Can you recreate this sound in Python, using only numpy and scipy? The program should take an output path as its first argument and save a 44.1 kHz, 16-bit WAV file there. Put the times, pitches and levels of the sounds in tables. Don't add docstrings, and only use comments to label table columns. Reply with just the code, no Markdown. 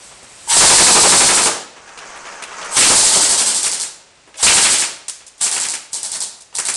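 import sys
import numpy as np
from scipy import signal
from scipy.fft import rfft, irfft
from scipy.io import wavfile
from scipy.ndimage import uniform_filter1d

SR = 44100
rng = np.random.default_rng(int(sys.argv[2]) if len(sys.argv) > 2 else 0)


def makeup_ratio(level_db):
    decades = np.asarray(level_db, float) / 20
    return 10 ** decades


def waveform_to_disk(signal):
    frames = np.transpose(np.atleast_2d(signal))
    scaled = np.clip(frames, -1, 1) * 32767
    samples = np.round(scaled).astype(np.int16)
    wavfile.write(sys.argv[1], SR, samples)


N = 298447

# (first shot [s], second shot [s], last shot [s])
BURSTS = [
    (0.5653, 0.6589, 1.4187),
    (2.767, 2.8687, 3.7987),
    (4.428, 4.5302, 4.784),
    (5.4118, 5.5132, 5.6855),
    (5.9306, 6.0301, 6.204),
    (6.5519, 6.6516, 6.7393),
]


def rifle():
    # (frequency [Hz], level [dB per Hz])
    crack_colour = [(50, -33), (300, -35), (1000, -28), (2800, -24.5), (4200, -6.5), (5000, -7.5),
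                    (6600, -7), (7800, -1.5), (9500, -1.5), (13000, -3), (22000, -34)]
    # (frequency [Hz], level [dB per Hz])
    gas_colour = [(30, -60), (300, -15), (900, -13), (2500, -14), (4200, -9), (6500, -8.5), (8000, -1.5),
                  (9600, -4), (14000, 1), (22000, -21.5)]
    # (time [s], level [dB])
    pressure = [(0.56, 30.5), (1.15, 12.5), (1.42, 2), (2.76, 9), (2.9, 15.5), (3.25, 2.5), (3.5, -3),
                (3.8, -7), (4.42, 14.5), (4.6, 6), (4.79, 0), (5.41, -2), (5.69, -7.5), (5.93, -9.5),
                (6.12, -10), (6.21, -5.5), (6.55, -8), (6.74, -9.5)]
    first_gas_db = [8, 12.5, 2, 0, -0.5, -17]
    # (time [s], level [dB])
    seep = [(0, -22.5), (.2, -33.5), (.46, -22.5), (.6, -37), (1.4, -70)]
    scatter_db, last_gas_db = 1.5, -4.5
    gas_full_db, gas_knee_db, gas_slope = 1.5, 3, 1.31
    valve_open_s, valve_shut_s, leak_low_hz = 0.045, 0.0051, 750

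    t = np.arange(SR // 4) / SR
    crack = colour(1. * (t == 0), crack_colour)
    crack /= np.abs(crack).max()
    crack += makeup_ratio(-35) * np.sin(2 * np.pi * 910 * t) * np.exp(-t / .004)
    closing = np.maximum(t - valve_open_s, 0) / valve_shut_s
    blast = (1 - np.exp(-t / 0.0014)) * np.exp(-t / 0.084 - closing)

    cracks, flow = np.zeros(N), np.zeros(N)
    for burst, dump_db in zip(BURSTS, first_gas_db):
        times, place = shots(burst)
        crack_db = np.interp(times, *np.transpose(pressure)) + scatter_db * rng.standard_normal(len(times))
        gas_db = gas_full_db + gas_slope * np.minimum(crack_db - gas_knee_db, 0)
        gas_db += dump_db * (place == 0) + last_gas_db * (place == 1)
        for s, db, puff_db in zip(times, crack_db, gas_db):
            add(cracks, s, makeup_ratio(db + 3) * crack)
            add(flow, s, makeup_ratio(puff_db - 19.5) * blast)

    hiss, whistle = leaks()
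    flow += curve(seep, column=1) * makeup_ratio(-26.5)
    jet = unit(colour(rng.standard_normal(N), gas_colour))
    thin = signal.sosfilt(signal.butter(4, leak_low_hz, "high", fs=SR, output="sos"), jet)
    return cracks, flow * jet + hiss * makeup_ratio(-1) * thin + whistle * makeup_ratio(-11.5)


def shots(burst):
    cycle_s = .085
    first, second, last = burst
    count = round((last - second) / cycle_s) + 1
    times = np.r_[first, np.linspace(second, last, count)]
    return times, np.linspace(0, 1, len(times))


def leaks():
    # (squeeze [s], opening [s], hiss when open [dB], hiss at the shot [dB])
    squeezes = [
        (0.463, 0.035, -17, -17.5),
        (2.693, 0.018, -35, -20),
        (4.35, 0.027, -35, -27),
        (5.37, .03, -49, -21),
        (5.905, 0.018, -39, -61),
        (6.53, 0.015, -38, -37),
    ]
    # (start [s], loudest [s], end [s], level [dB], starting frequency [Hz])
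    whistles = [
        (0.474, .498, .56, -19, 900),
        (2.732, 2.747, 2.76, -25, 850),
        (4.352, 4.405, 4.425, -37, 520),
    ]
    shut_db, edge_db = -32, -13
    whistle_hz, width_hz = 920, 100

    hiss = []
    for (s, opening_s, open_db, shot_db), (shot_s, _, _) in zip(squeezes, BURSTS):
        open_s = min(s + opening_s, shot_s - .002)
        hiss.append([(s, open_db + shut_db), (open_s, open_db), (shot_s, shot_db)])
    tone = []
    for s, top_s, end_s, db, hz in whistles:
        tone.append([(s, db + edge_db, hz), (top_s, db, whistle_hz), (end_s, db + edge_db, whistle_hz)])

    rows = np.concatenate(tone)
    glide_hz = np.interp(np.arange(N) / SR, rows[:, 0], rows[:, 2])
    phase = 2 * np.pi * np.cumsum(glide_hz) / SR
    slow = signal.lfilter(*signal.butter(2, width_hz / 2, fs=SR), rng.standard_normal((2, N)))
    whistle = unit((1 + unit(slow[0])) * np.cos(phase) + unit(slow[1]) * np.sin(phase))
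    return sum(curve(r, column=1) for r in hiss), whistle * sum(curve(r, column=1) for r in tone)


def target():
    # (burst, flight [s], first thud [dB], last thud [dB], body [Hz], snap [dB])
    on_card = [
        (0, .039, 9.5, -9.5, 1134, -27),
        (0, .06, 3.5, -18, 667, -20.5),
    ]
    # (burst, flight [s], first thud [dB], last thud [dB], body [Hz], snap [dB])
    on_panel = [
        (2, .037, 4, -14.5, 2180, -17),
        (3, 0.051, -15.5, -19.5, 2170, -10.5),
    ]
    # (time [s], thud [dB], body [Hz], snap [dB])
    card_strays = [
        (1.454, -23, 589, 2),
        (2.899, -4, 850, 6),
        (3.157, -12.5, 610, 4.5),
        (3.325, -19.5, 910, -22),
        (3.409, -23.5, 715, -25),
    ]
    # (time [s], thud [dB], body [Hz], snap [dB])
    panel_strays = [
        (2.809, 3, 2340, -9),
        (2.999, -15, 1800, -16),
        (3.064, -9.5, 1980, -4),
        (3.663, -15.5, 2150, -5.5),
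        (3.75, -26, 2010, -24),
        (3.833, -26, 2000, -18),
        (6.152, -27, 1460, -14),
        (6.584, -15, 1900, -4),
        (6.684, -13.5, 1950, -4),
    ]
    card = knocks([*pellets(on_card), *card_strays], -4.1, -5, width=1.0)
    panel = knocks([*pellets(on_panel), *panel_strays], -11.5, -5, width=1.0)
    return card + panel


def pellets(aims):
    thud_scatter_db, snap_scatter_db, body_spread = 1.2, 2.5, .08
    rows = []
    for burst, flight_s, first_db, last_db, hz, snap_db in aims:
        times, place = shots(BURSTS[round(burst)])
        chance = rng.standard_normal((len(times), 3))
        for s, u, (a, b, c) in zip(times, place, chance):
            thud_db = first_db + (last_db - first_db) * u + thud_scatter_db * a
            rows.append((s + flight_s, thud_db, hz * (1 + body_spread * b), snap_db + snap_scatter_db * c))
    return rows


def knocks(rows, box_db, gain_db, width):
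    blow, out = 1. * (np.arange(SR // 20) == 0), np.zeros(N)
    snap = ring(ring(blow, 9840, 16300), 9660, 8900)
    snap /= np.abs(snap).max()
    box = makeup_ratio(box_db) * ring(blow, 453, 460)
    for s, db, hz, snap_db in rows:
        thud = ring(blow, hz, width * hz) + box
        thud /= np.abs(thud).max()
        add(out, s + .001, makeup_ratio(gain_db) * (makeup_ratio(db) * thud + makeup_ratio(snap_db) * snap))
    return out


def floor_taps():
    # (time [s], thud [dB], body [Hz], snap [dB])
    taps = [(0.11, -36, 840, -59), (0.228, -37.5, 500, -27.5), (1.764, -32.5, 960, -54),
            (1.876, -32, 1330, -40), (1.974, -23, 2200, -32), (2.088, -34, 2100, -39),
            (2.159, -27, 1280, -29), (2.253, -25, 1020, -35), (2.324, -28, 910, -34),
            (2.422, -17, 1790, -18.5), (2.516, -27, 1260, -46), (2.566, -36, 1100, -38),
            (2.613, -19, 1280, -38), (2.644, -52, 762, -20), (4.274, -38, 593, -39),
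            (4.341, -30, 1940, -45), (5.081, -22.5, 2337, -6.5), (5.205, -34.5, 1470, -50),
            (5.265, -47, 708, -22), (5.378, -59, 810, -30), (6.372, -45, 900, -34), (6.405, -60, 900, -24),
            (6.526, -35.5, 1200, -61)]
    return knocks(taps, -21.0, -7.5, width=1.5)


def scuff():
    # (time [s], level [dB])
    scuff_level = [
        (1.72, -42.5),
        (1.95, -38.5),
        (2.0, -33),
        (2.14, -35.5),
        (2.3, -32.5),
        (2.4, -33.5),
        (2.53, -29),
        (2.65, -29.5),
        (2.74, -28.5),
    ]
    # (frequency [Hz], level [dB per Hz])
    rub_colour = [(30, -15), (100, -25.5), (330, -12), (830, -4), (1300, -3.5), (2500, -12), (3600, -22),
                  (6400, -13), (10000, -22), (22000, -42)]
    patch_s, patch_db = .025, 1.8
    grain_gain = makeup_ratio(2.1 * np.minimum(rng.exponential(size=N), 4))
    grains = rng.standard_normal(N) * grain_gain * (rng.random(N) < .03)
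    k = int(patch_s * SR)
    patches = unit(uniform_filter1d(uniform_filter1d(rng.standard_normal(N), k), k))
    rub = unit(colour(grains * makeup_ratio(patch_db * patches), rub_colour))
    return rub * curve(scuff_level, column=1) * makeup_ratio(-18)


def room_tone():
    # (frequency [Hz], level [dB per Hz])
    hush_colour = [(18, -51), (30, -2.5), (275, -6.5), (552, -2.5), (1730, -6.5), (2650, -5.5),
                   (3000, -8.5), (7920, -10.5), (10200, -18), (11500, -48), (15000, -72), (22000, -120)]
    # (time [s], level [dB])
    hush_level = [(0, -43.5), (.45, -43), (1.7, -48), (4.2, -49.5), (5.3, -51), (6.8, -52.5)]
    hush = unit(colour(rng.standard_normal(N), hush_colour)) * curve(hush_level, column=1)
    return hush + makeup_ratio(-55.5) * rng.standard_normal(N)


def garage(echoes, tail_db, build_s):
    # (band centre [Hz], T60 [s])
    decay = [(125, 0.8), (250, 0.55), (500, 0.66), (1000, 0.58), (2000, 0.58), (4000, 0.57), (8000, 0.39),
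             (16000, 0.37)]
    t = np.arange(SR) / SR
    octave = np.log2(np.arange(SR // 2 + 1) + 1)
    noise, out = rfft(rng.standard_normal(SR)), np.zeros(SR)
    for centre_hz, t60_s in decay:
        share = np.sqrt(np.clip(1 - np.abs(octave - np.log2(centre_hz)), 0, 1))
        out += irfft(noise * share) * makeup_ratio(-60 * t / t60_s)
    out *= makeup_ratio(tail_db) * (1 - np.exp(-t / build_s))
    for ms, db, smear_ms in echoes:
        spray = rng.standard_normal(SR // 20)
        spray[0] = np.sign(spray[0])
        add(out, ms / 1000, makeup_ratio(db) * spray * np.exp(-t[:SR // 20] * 1000 / smear_ms))
    return out


def heard(x, places, drift_s):
    count, out = len(places), 0
    at = np.arange(N) / SR / drift_s % count
    for k, echo in enumerate(places):
        away = np.abs((at - k + count / 2) % count - count / 2)
        out = out + signal.oaconvolve(x * np.sqrt(np.clip(1 - away, 0, 1)), echo)[:N]
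    return out


def colour(x, table):
    hz, db = np.transpose(table)
    bins_hz = np.arange(1025) * SR / 2048
    log_gain = np.interp(np.log(bins_hz + 1), np.log(hz), db) * np.log(10) / 20
    cepstrum = irfft(log_gain)
    cepstrum[1:1024] *= 2
    cepstrum[1025:] = 0
    return signal.fftconvolve(x, irfft(np.exp(rfft(cepstrum))))[:len(x)]


def unit(x):
    return x / np.sqrt(np.mean(x ** 2))


def ring(x, hz, width_hz):
    return signal.lfilter(*signal.iirpeak(hz, hz / width_hz, SR), x)


def curve(rows, column):
    rows = np.array(rows)
    return makeup_ratio(np.interp(np.arange(N) / SR, rows[:, 0], rows[:, column], -120, -120))


def add(out, s, x):
    k = min(int(s * SR), N)
    out[k:k + len(x)] += x[:len(out) - k]


def scene():
    # (delay [ms], level [dB], smear [ms])
    reflections = [
        (0, -1, .15),
        (1.8, -3, 1),
        (7, -10, 1),
        (12, -8, 1.5),
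        (18.5, -11, 3),
        (22.5, -12, 1.5),
        (29, -15, 3),
        (33, -11, .8),
        (38, -13, 1),
    ]
    sway_s, swirl_s = .25, .025
    cracks, gas = rifle()
    muzzle = [garage(reflections, tail_db=-19, build_s=0.015) for _ in range(5)]
    rattle = [(0, -2.5, 10.0), (14, -2.5, 8.3)]
    shelves = [garage(rattle, tail_db=-13.0, build_s=0.0022) for _ in range(4)]
    near = heard(cracks, muzzle, sway_s) + heard(gas + scuff(), muzzle, swirl_s)
    far = heard(target() + floor_taps(), shelves, sway_s / 2)
    return (near + far + room_tone())[None]


def top_cut(x):
    return signal.sosfilt(signal.butter(12, 12250, fs=SR, output="sos"), x)


def record(dry):
    # (frequency [Hz], gain [dB])
    converter = [(20, -1), (9300, -1), (10300, -6.5), (11000, -17.5), (11600, -17.5), (12300, -27.5),
                 (22000, -68)]
    mic_top_hz, ceiling = 10600, .49
    capsule = signal.sosfilt(signal.butter(4, mic_top_hz, fs=SR, output="sos"), dry)
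    clipped = capsule / (1 + np.abs(capsule / ceiling) ** 16) ** (1 / 16)
    hz, db = np.transpose(converter)
    gain = makeup_ratio(np.interp(np.arange(N // 2 + 1) * SR / N, hz, db))
    return top_cut(irfft(rfft(clipped) * gain, N))


dry = scene()
out = record(dry)
waveform_to_disk(out)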